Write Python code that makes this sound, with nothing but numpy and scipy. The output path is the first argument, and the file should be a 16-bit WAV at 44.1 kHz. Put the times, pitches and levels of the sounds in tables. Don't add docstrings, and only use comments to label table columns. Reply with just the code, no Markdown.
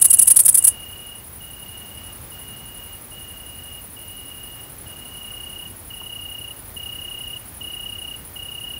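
import sys
import numpy as np
from scipy import signal
from scipy.fft import rfft, irfft, next_fast_len
from scipy.io import wavfile
from scipy.ndimage import map_coordinates

SR = 44100
rng = np.random.default_rng(int(sys.argv[2]) if len(sys.argv) > 2 else 0)


def log_audio(samples):
    frames = np.atleast_2d(samples).T
    limited = np.clip(frames, -1, 1)
    pcm = np.round(limited * 32767).astype(np.int16)
    wavfile.write(sys.argv[1], SR, pcm)


def attenuation_scalar(level_db):
    decades = np.asarray(level_db, float) / 20
    return 10 ** decades


N = 387638


def unit(x):
    return x / np.sqrt(np.mean(x ** 2) + 1e-20)


def along(points, hz):
    point_hz, value = np.transpose(points)
    return np.interp(np.log(hz + 1), np.log(point_hz + 1), value)


def curve(rows):
    return np.interp(np.arange(N) / SR, *np.transpose(rows))


def wobble(rate):
    knots = rng.standard_normal(int(N * rate / SR) + 4)
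    return map_coordinates(knots, [np.arange(N) * rate / SR])


def noise():
    return rng.standard_normal(N)


def filtered(x, response):
    size = next_fast_len(N + SR // 2)
    spectrum = rfft(x, size) * response(np.fft.rfftfreq(size, 1 / SR))
    return irfft(spectrum, size)[..., :N]


def colour(points):
    return lambda f: attenuation_scalar(along(points, f))


def modes(peaks):
    def response(f):
        total = 0
        for k, (hz, width, db) in enumerate(peaks):
            total = total + (-1) ** k * attenuation_scalar(db) * 1j * f * width / (hz * hz - f * f + 1j * f * width)
        return total
    return response


def teeth(rate, scatter, spread_db):
    count = int(N * rate / SR)
    at = (np.arange(count) + scatter * rng.random(count)) * SR / rate
    size = attenuation_scalar(spread_db * rng.standard_normal(count)) * rng.choice([-1, 1], count)
    return unit(np.bincount(np.clip(at, 0, N - 1).astype(int), size, N))


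def swells(rows, crest, sharp):
    out = np.zeros(N + 2 * SR)
    for start, end, db in rows:
        share = np.linspace(0, 1, int((end - start) * SR))
        bent = np.interp(share, [0, np.clip(crest, .05, .95), 1], [0, np.pi / 2, np.pi])
        out[SR + round(start * SR):][:len(share)] += attenuation_scalar(db) * np.abs(np.sin(bent)) ** sharp
    return out[SR:SR + N]


def rung(clicks, pressure, response):
    return filtered(clicks * pressure, response) / np.std(filtered(clicks, response))


def leaves(x, t60, wet_db, dull_hz=SR):
    t = np.arange(int(1.5 * t60 * SR)) / SR
    tail = rng.standard_normal(len(t)) * attenuation_scalar(-60 * t / t60)
    wet = signal.fftconvolve(x, tail / np.linalg.norm(tail))[:N]
    return x + attenuation_scalar(wet_db) * filtered(wet, lambda f: 1 / (1 + (f / dull_hz) ** 6))


# start in seconds, first stroke in dB,
# second stroke in dB, wing opening in dB.
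CHIRPS = [(.015, -5.5, -7, -29), (.101, -7, -8, -23), (.187, -7.5, -8, -19), (0.273, -6.5, -6, -20),
          (0.362, -6.5, -6.5, -23), (.452, -7.5, -6.5, -17), (0.544, -7, -8.5, -18), (.641, -8, -6.5, -17)]
# resonance in Hz, width in Hz, level in dB.
NEAR_MIRROR = [(8530, 200, -11), (9130, 99, 2), (9670, 210, -2), (10350, 163, 6.5), (11270, 210, -10.5),
               (11440, 340, -4.5), (12400, 260, -22), (15600, 740, -11)]
# frequency in Hz, level in dB per Hz.
TOOTH_CLICK = [(3000, -69), (5000, -46), (7100, -19.5), (8800, -4.5), (9600, -9.5), (10300, -2.5),
               (10850, -1.5), (11300, -6), (11850, -11), (12300, -5), (13100, -15), (13600, -23),
               (15300, -12), (15800, -17.5)]
# resonance in Hz, width in Hz, level in dB.
OPENING_WING = [(6600, 720, -6), (8130, 650, 3.5), (10300, 1800, 1), (14500, 2000, -6)]
FIRST_S, SECOND_AFTER_S, SECOND_S, OPEN_BEFORE_S = .016, .0263, .023, .016


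def near_singer():
    first, second, back = [], [], []
    for start, first_db, second_db, open_db in CHIRPS:
        again = start + SECOND_AFTER_S
        first.append((start - .006, start + FIRST_S + .001, first_db))
        second.append((again + .0008, again + SECOND_S + .0017, second_db))
        for s, db in [(start - OPEN_BEFORE_S, open_db), (again - .007, open_db - 15.5)]:
            back.append((s - .007, s + .004, db))
    clicks = teeth(rate=1900, scatter=.8, spread_db=3)
    early = swells(first, crest=.54, sharp=1.8) + swells(second, crest=.15, sharp=1)
    late = swells(first, crest=.72, sharp=2.44) + swells(second, crest=.58, sharp=1.54)
    scraping = attenuation_scalar(-3) * rung(clicks, early, colour(TOOTH_CLICK))
    ringing = attenuation_scalar(3) * rung(clicks, late, modes(NEAR_MIRROR))
    open_clicks = teeth(rate=2600, scatter=.8, spread_db=0)
    open_pressure = swells(back, crest=.88, sharp=3.8)
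    opening = rung(open_clicks, open_pressure, lambda f: modes(OPENING_WING)(f) ** 2)
    return leaves(scraping + ringing + opening, t60=.1, wet_db=-9, dull_hz=13400)


# chirp number, time of its second stroke in seconds.
RIVAL_PACE = [(0, -.143), (16, 1.276), (32, 2.689), (40, 3.407), (56, 4.817), (60, 5.172), (72, 6.244),
              (84, 7.311), (104, 9.08)]
# frequency in Hz, level in dB per Hz.
RIVAL_TONE = [(5000, -52), (8000, -29), (8600, -18), (9000, -7.5), (9900, 1.5), (10400, -1.5), (11000, -4),
              (11800, -12.5), (12600, -14), (14000, -38)]
# peak in Hz, width in Hz, level
# in dB.
RIVAL_PEAKS = [(9100, 31, -6), (10370, 21, -6), (9950, 280, -5), (10300, 36, -19), (10600, 41, -6),
               (10800, 48, -16), (11700, 37, -16), (12000, 49, -17)]
RIVAL_DB = -43


def rival():
    number, s = np.transpose(RIVAL_PACE)
    at = np.interp(np.arange(number[-1]), number, s)
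    vary = rng.standard_normal((len(at), 4)) * [.00082, .00084, .56, .4]
    one, two = at + vary[:, 0], at + vary[:, 1]
    first = np.transpose([one - .039, one - .021, RIVAL_DB + 4 + vary[:, 2]])
    second = np.transpose([two - .012, two + .011, RIVAL_DB + 2.5 + vary[:, 3]])
    pressure = swells(first, crest=.58, sharp=1.1) + swells(second, crest=.32, sharp=.69)
    tone = lambda f: colour(RIVAL_TONE)(f) * (1 + 1.1 * modes(RIVAL_PEAKS)(f))
    song = rung(teeth(rate=3000, scatter=.9, spread_db=1.5), pressure, tone)
    farther = attenuation_scalar(-52) * unit(filtered(noise(), colour(RIVAL_TONE)))
    return leaves(song, t60=.13, wet_db=-1) + farther


STROKE_TEETH = [1, .45, .3, .25, .35, .45]


def cone_head(stroke):
    tooth = np.floor(stroke * len(STROKE_TEETH)).astype(int)
    hit = np.diff(tooth, prepend=tooth[0]) > 0
    strength = np.take(STROKE_TEETH, tooth % len(STROKE_TEETH)) * attenuation_scalar(2.5 * noise())
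    clicks = hit * strength * rng.choice([-1, 1], N)
    return unit(leaves(clicks, t60=.02, wet_db=-1.5))


# frequency in Hz, level in dB per Hz.
BUZZ_TONE = [(11000, -38), (13150, -13), (13600, -0.5), (14000, -3), (14350, 1), (14700, -2), (15000, 0),
             (15250, 1), (15500, -2), (15800, -4)]
BUZZ_START_S, BUZZ_PER_S, BUZZ_DB = -.0568, 86.655, -41


def cone_heads():
    t = np.arange(N) / SR
    first = cone_head(BUZZ_PER_S * (t - BUZZ_START_S) + 1 / 30)
    second = cone_head(93.1 * t + .2 * wobble(1.5))
    blur = unit(leaves(noise(), t60=.04, wet_db=-7))
    crowd = first + attenuation_scalar(-7) * second + blur
    return attenuation_scalar(BUZZ_DB + .6 * wobble(6)) * unit(filtered(crowd, colour(BUZZ_TONE)))


# first pulse in seconds, last pulse in seconds, number of pulses.
TRILLS = [(-.008, .339, 12), (.586, 1.155, 19), (1.413, 2.107, 23), (2.325, 2.925, 20), (3.122, 3.785, 22),
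          (3.974, 4.636, 22), (4.871, 5.661, 26), (5.912, 6.513, 20), (6.773, 7.37, 20), (7.616, 8.148, 18),
          (8.368, 8.772, 14)]
# time in seconds, level in dB.
FACING = [(.07, -36.5), (.24, -35.5), (.33, -44), (.59, -43), (.63, -35.5), (1.08, -37), (1.52, -39.5),
          (2.64, -40), (2.86, -40), (3.69, -38), (4.32, -37.1), (4.54, -40.5), (5.0, -38.5), (5.28, -32.5),
          (5.55, -31), (6.6, -30), (7.09, -28), (8.73, -28.5)]
# delay in seconds, level in dB, change in dB per dB of facing.
TRUNKS = [
    (.019, -45, -.3),
    (.035, -56, .3),
    (.048, -54, .4),
    (.064, -58, .3),
    (.08, -60, .2),
    (.11, -62, .1),
]
TRILL_HZ, SAG_HZ_PER_S, PULSE_S = 2874, 7200, .0245


def tree_cricket():
    at = np.concatenate([np.linspace(a, b, int(n)) for a, b, n in TRILLS])
    vary = rng.standard_normal((len(at), 4))
    t = np.arange(-.0112, PULSE_S - .0112, 1 / SR)
    shape = np.sin(np.pi * np.linspace(0, 1, len(t)) ** .86) ** 1.27
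    turns = (TRILL_HZ + 9 * vary[:, :1]) * t - SAG_HZ_PER_S / 2 * t * t
    phase = 2 * np.pi * (turns + vary[:, 1:2])
    tone = np.sin(phase) + attenuation_scalar(-35) * np.sin(2 * phase)
    pulses = attenuation_scalar(.83 * vary[:, 2:3]) * shape * tone
    where = np.round((1 + at[:, None] + .0008 * vary[:, 3:] + t) * SR).astype(int)
    song = np.sqrt(2) * np.bincount(where.ravel(), pulses.ravel(), N + 2 * SR)
    facing_db = curve(FACING)
    turned_db = facing_db + 38
    echoes = np.zeros(N)
    for lag, db, slope in TRUNKS:
        echo_db = db + slope * turned_db + 1.5 * wobble(12)
        echoes += attenuation_scalar(echo_db) * song[SR - round(lag * SR):][:N]
    direct = attenuation_scalar(facing_db - 2) * leaves(song[SR:SR + N], t60=.22, wet_db=-23)
    return direct + leaves(echoes, t60=.12, wet_db=-11)


# frequency in Hz, level in dB per Hz.
AIR = [(12, -53), (20, -35), (38, -3.5), (97, 0), (152, -8), (271, -11), (366, -13.5), (495, -15.5),
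       (669, -16), (777, -16), (1920, -21), (3010, -23.5), (3500, -26), (8000, -31.5), (10400, -39),
       (17600, -120)]
# start in seconds, level in dB, pitch in Hz.
TICKS = [
    (2.375, -50, 1500),
    (6.016, -43, 1000),
]
AIR_DB = -43


def night_air():
    air = attenuation_scalar(AIR_DB + .49 * wobble(1.46)) * unit(filtered(noise(), colour(AIR)))
    air += attenuation_scalar(-56) * unit(filtered(noise(), lambda f: f > 7600))
    t = np.arange(SR // 50) / SR
    for s, db, hz in TICKS:
        decay = attenuation_scalar(db + 13.5 - 60 * t / .014)
        air[round(s * SR):][:len(t)] += decay * np.sin(2 * np.pi * hz * t)
    return air


def scene():
    singers = near_singer() + rival() + cone_heads() + tree_cricket()
    return (singers + night_air())[None]


def roll_off(x):
    return signal.sosfilt(signal.butter(12, 16810, fs=SR, output="sos"), x)


TOP_HZ = 15750


def record(dry):
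    lopsided = dry + .018 * dry ** 2 * np.abs(dry)
    clipped = lopsided / (1 + np.abs(lopsided / .82) ** 6) ** (1 / 6)
    limited = filtered(clipped, lambda f: (f < TOP_HZ) * np.clip(f / 25, 0, 1))
    return roll_off(limited)


dry = scene()
out = record(dry)
log_audio(out)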